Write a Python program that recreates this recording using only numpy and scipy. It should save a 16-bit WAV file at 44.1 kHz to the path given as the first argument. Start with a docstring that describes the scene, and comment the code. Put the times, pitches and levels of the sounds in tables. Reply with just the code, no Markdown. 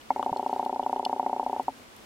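"""Under water over a rocky seabed, a small fish croaks: one lone knock, a drum roll of thirty pulses
a second, a last knock. Two muscles, one strong and one weak, take turns to tug its swim bladder
(a bag of gas in its body), which rings like a drum. Shrimps snap here and there and make the camera
housing ring. Two dull bumps on the housing and the steady hiss of the shallows lie underneath."""
import sys
import numpy as np
from scipy import signal
from scipy.fft import rfft, irfft
from scipy.io import wavfile

SR = 44100
rng = np.random.default_rng(int(sys.argv[2]) if len(sys.argv) > 2 else 0)


def store_pcm(level_fs):
    """Save levels as 16-bit WAV."""
    pcm = np.round(np.clip(level_fs, -1, 1) * 32767).astype(np.int16)
    wavfile.write(sys.argv[1], SR, np.atleast_2d(pcm).T)


N = 90404


def undb(db):
    """Turn decibels into a number to multiply by."""
    return 10 ** (np.asarray(db) / 20)


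def stereo(x, pan_db):
    """Make the left side pan_db louder than the right."""
    return x * undb(np.array([[pan_db], [-pan_db]]) / 2)


def fade(t, t60):
    """Die away, losing 60 dB over the fade time t60, in seconds."""
    return np.exp(-np.log(1000) * t / t60)


def add(out, start, x):
    """Mix a short sound in at its start time, in seconds."""
    i = max(int(round(start * SR)), 0)
    part = x[..., :max(N - i, 0)]
    out[..., i:i + part.shape[-1]] += part


def noise(points):
    """Noise of standard strength (rms 1), its tone shaped by (f/Hz, level/dB) points."""
    hz, db = np.array(points, float).T
    f = np.maximum(np.fft.rfftfreq(N, 1 / SR), 1)
    gain = undb(np.interp(np.log(f), np.log(hz), db))
    shaped = irfft(rfft(rng.standard_normal(N)) * gain, N)
    return shaped / shaped.std()


def low_cut(x, hz):
    """Turn down steeply everything lower than hz."""
    f = np.maximum(np.fft.rfftfreq(N, 1 / SR), 1)
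    return irfft(rfft(x) / np.sqrt(1 + (hz / f) ** 10), N)


def water():
    """The shallows hiss steadily, wavering a little in loudness."""
    # tone of the hiss that both sides share: f/Hz, relative level/dB
    shared_tone = [(15, -48), (25, -3.5), (70, -4.5), (144, -2.5), (179, -7.5), (228, 3.5), (316, -1.5),
                   (1320, -8.5), (1730, -10.5), (1930, -11.5), (2090, -11), (3050, -13), (8490, -21.5),
                   (11100, -23.5), (15800, -28.5)]
    # tone of the hiss that sets left and right apart: f/Hz, relative level/dB
    side_tone = [(15, -33), (25, -22), (161, -13), (261, -14), (361, -9), (392, -20), (473, -6), (513, -18),
                 (1280, -11.5), (1470, -17), (2090, -17), (3130, -20.5), (15800, -35)]
    turning_points = np.linspace(0, N, 25)
    waver_db = 1.66 * np.interp(np.arange(N), turning_points, rng.standard_normal(len(turning_points)))
    shared = undb(-53 + waver_db) * noise(shared_tone)
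    side = undb(-53.5) * noise(side_tone)
    return stereo(np.array([shared + side, shared - side]), pan_db=0.2)


def bumps():
    """Soft bumps on the housing each ring one note that dies quickly."""
    # dull bumps: t/s, f/Hz, level/dB, fade time/s, left minus right/dB
    hits = [(.2272, 1114, -17.5, 0.013, 12.5), (0.3178, 173, -28, .028, 1)]
    t = np.arange(SR // 10) / SR
    onset = 1 - np.exp(-(t / .0008) ** 2)
    out = np.zeros((2, N))
    for start, hz, db, t60, pan_db in hits:
        ring = np.sin(2 * np.pi * hz * t) * fade(t, t60) * onset
        add(out, start, stereo(undb(db) * ring, pan_db))
    return out


def housing_ring(t, low_db, high_db):
    """The housing rings with several notes at once, a little differently at each microphone."""
    # the housing's own notes: f/Hz, relative level/dB, fade time/s
    notes = [(2960, 0, .018), (3410, -2, .014), (4300, 0, .014), (4590, -9, .012), (5030, -6, .012),
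             (5600, -13, .012), (8060, -18, .009)]
    ring = 0
    for hz, db, t60 in notes:
        phase = 2 * np.pi * rng.random() + 0.82 * rng.standard_normal((2, 1))
        gain = undb(db + (low_db if hz < 3700 else high_db))
        ring = ring + gain * np.sin(2 * np.pi * hz * t + phase) * fade(t, t60)
    return ring * (1 - fade(t, .002))  # builds up over 2 ms


def shrimps():
    """Near snaps crack and ring the housing; far ones only make it tick faintly."""
    # near snaps, with relative levels: t/s, crack level/dB, low ring level/dB, high ring level/dB,
    # left minus right/dB, brightest f/Hz
    snaps = [(0.0126, -58, -50.5, -61, 0.5, 7100), (0.2265, -44, -43, -59, 3, 7840),
             (0.245, -50.5, -51, -59, 0.0, 7780), (0.354, -59, -70, -61, 1.5, 7500),
             (0.37, -49, -52, -42, 5, 7740), (0.4746, -49, -69, -62, 3, 7400),
             (0.5356, -53, -54, -52.5, 6, 7930), (0.6491, -44, -48.5, -50.5, 4, 12000),
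             (0.7444, -59, -57, -53, 8, 6810), (0.8334, -54, -46, -69, 1.5, 6910),
             (0.9643, -56, -50, -67, 0.0, 6930), (0.9906, -52, -59, -64, 3, 8610),
             (1.0504, -34.5, -29.5, -30, 2.5, 8090), (1.439, -48, -58, -58, 1.0, 8300),
             (1.6295, -47, -67, -67, 11, 8790), (1.8915, -57, -76, -72, 1.0, 7770),
             (1.964, -46, -67, -65, 0.5, 11000)]
    # tone of a crack: f/Hz, relative level/dB
    crack_tone = [(1500, -30), (3000, -6), (5300, -2), (7000, -7), (8800, -4.5), (11500, -10), (14300, -6),
                  (16000, -15)]
    delay_s, far_snaps_per_s = .0009, 110
    t = np.arange(SR // 25) / SR
    out = np.zeros((2, N))
    hiss = np.array([noise(crack_tone), noise(crack_tone)])
    for start, crack_db, low_db, high_db, pan_db, bright_hz in snaps:
        i = rng.integers(N - len(t))
        crack = undb(crack_db - 5) * hiss[:, i:i + len(t)] * fade(t, t60=0.0098)
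        bright = signal.lfilter(*signal.iirpeak(bright_hz, Q=3.5, fs=SR), crack)
        snap = crack + undb(6) * bright + undb(7.5) * housing_ring(t, low_db, high_db)
        add(out, start + delay_s, stereo(snap, pan_db))
    for start in rng.random(int(far_snaps_per_s * N / SR)) * N / SR:
        low_db, high_db = -59 + 2 * rng.standard_normal(2)
        add(out, start, housing_ring(t, low_db, high_db - 15))
    return low_cut(out, hz=2650)


def bladder_pulse(t, db, muscle, second_note_db, lead_s):
    """One soft tug rings all the swim bladder's notes; a harder tug sounds crisper."""
    # the bladder's own notes: f/Hz, strong-muscle level/dB, weak-muscle level/dB, fade time/s
    notes = [(266.2, -31.5, -34, 0.12), (390, -31, -31.5, 0.051), (502.8, -36, -33.5, 0.077),
             (585.8, -27, -29, 0.048), (743.4, -13, -17.5, 0.028), (924.6, -9, -12, 0.02),
             (1320, -26, -22, 0.0081), (1967, -25.5, -23.5, 0.022), (2174, -24.5, -19, 0.06)]
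    notes = np.array(notes, float)
    hz = notes[:, 0] * (1 + 0.0048 * rng.standard_normal(len(notes)))  # no two tugs are quite alike
    gain = undb(db + notes[:, 1 + muscle] + 0.95 * rng.standard_normal(len(notes)))
    gain *= np.sign(850 - hz)  # notes above 850 Hz swing against those below
    gain[1] *= undb(second_note_db)
    direction = 1 if muscle else -1  # the two muscles pull opposite ways
    waves = np.sin(2 * np.pi * hz[:, None] * t) * fade(t, notes[:, 3:])
    ring = direction * gain @ waves
    softness_s = .00022 * np.exp(-0.2223 * db)
    tug = np.exp(-.5 * (np.arange(-lead_s, lead_s, 1 / SR) / softness_s) ** 2)
    return signal.fftconvolve(ring, tug / tug.sum())


def fish():
    """Muscles drum on the swim bladder; the pulses echo off the surface and faintly off the rocks."""
    # muscle twitches, with relative levels: t/s, level/dB, muscle (0 strong, 1 weak),
    # after-ring level/dB, boost of the bladder's second note/dB
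    twitches = [(0.105, 2, 0, -38, -11), (0.162, 0.5, 1, -33, 1), (0.1953, 0.6, 0, -32, 1.5),
                (0.2283, 0, 1, -41.5, -15), (0.2623, 0.5, 0, -28.5, 0), (0.2946, 0.0, 1, -60, -5),
                (0.3287, 0, 0, -43, -1), (0.3622, 0, 1, -33, 3), (0.3953, 0, 0, -38, -0.5),
                (0.4287, -0.5, 1, -37, 4.5), (0.4624, 0.5, 0, -47, -3), (0.4952, -0.2, 1, -31, 1),
                (0.5292, 0.5, 0, -36, 0.5), (0.5622, 0, 1, -36, 1.5), (0.5954, 0.6, 0, -32, 0.0),
                (0.6285, 0, 1, -33.5, 1.5), (0.662, 0.16, 0, -35, 1.5), (0.6954, 0.2, 1, -44, 0),
                (0.7281, -0.5, 0, -30.5, 4.5), (0.7611, 0, 1, -42, -5), (0.7955, 0.5, 0, -41, -0.5),
                (0.829, -0.5, 1, -38, 3), (0.8631, 0.6, 0, -44, -3.5), (0.8957, 0.0, 1, -39.5, -1),
                (0.929, 0.5, 0, -39, -0.5), (0.9617, 0.07, 1, -31.5, 4), (0.9956, 0, 0, -40, 2),
                (1.029, -1, 1, -32.5, 4), (1.0629, 0.5, 0, -46.5, -2), (1.0958, -0.04, 1, -32, 1),
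                (1.129, 0.65, 0, -39, 0), (1.1631, -1, 1, -35, 4), (1.1964, 0.77, 0, -35.5, -4.5),
                (1.2291, -0.5, 1, -34.5, 1), (1.2632, 1, 0, -35, -2), (1.2962, -0.14, 1, -33, 3),
                (1.3299, 0.73, 0, -35, 0), (1.3636, -0.2, 1, -37, 2), (1.3966, 0.1, 0, -31, 1.5),
                (1.4297, -0.43, 1, -45, -15), (1.4637, 0.28, 0, -35, -6), (1.4967, -0.34, 1, -39.5, 2.5),
                (1.5298, -0.15, 0, -32, 2.5), (1.5636, -0.1, 1, -35.5, -4), (1.5968, 0.55, 0, -38, -1),
                (1.6818, 0.5, 0, -39.5, -3.5)]
    after_hz, after_delay_s, after_rise_s = 859.7, 0.0094, 0.009
    lead_s, echo_s, left_lag_s = .001, 0.00535, .00002  # a tug starts lead_s ahead of its peak
    t = np.arange(SR // 6) / SR
    # the bladder swells into a short after-ring as the muscle lets go
    swell = (t / after_rise_s) ** 2 * np.exp(1 - (t / after_rise_s) ** 2)
    after_ring = swell * np.sin(2 * np.pi * after_hz * t)
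    pulses, after_rings = np.zeros(N), np.zeros(N)
    for start, db, muscle, after_db, second_note_db in twitches:
        add(pulses, start - lead_s, bladder_pulse(t, db, muscle, second_note_db, lead_s))
        add(after_rings, start + after_delay_s, undb(after_db + 1.5) * after_ring)
    w = 2 * np.pi * np.fft.rfftfreq(N, 1 / SR)
    surface_echo = undb(-14) * np.exp(-1j * w * echo_s)  # this factor delays a sound by echo_s
    scatter = rng.standard_normal(len(t)) * fade(t, t60=.04)
    rock_echoes = undb(-21) * rfft(scatter / np.linalg.norm(scatter), N)
    spectrum = rfft(pulses) * (1 + surface_echo + rock_echoes) + rfft(after_rings)
    left = irfft(spectrum * np.exp(-1j * w * left_lag_s), N)
    right = irfft(spectrum, N)
    croak = low_cut(np.array([left, right]), hz=231)
    return undb(-0.5) * stereo(croak, pan_db=1.17)


def scene():
    """Everything heard at the housing."""
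    return water() + fish() + bumps() + shrimps()


def record(dry):
    """The camera cuts off the highest treble."""
    top_hz = 15800
    return signal.sosfilt(signal.ellip(10, .2, 70, top_hz, fs=SR, output="sos"), dry)


dry = scene()
out = record(dry)
store_pcm(out)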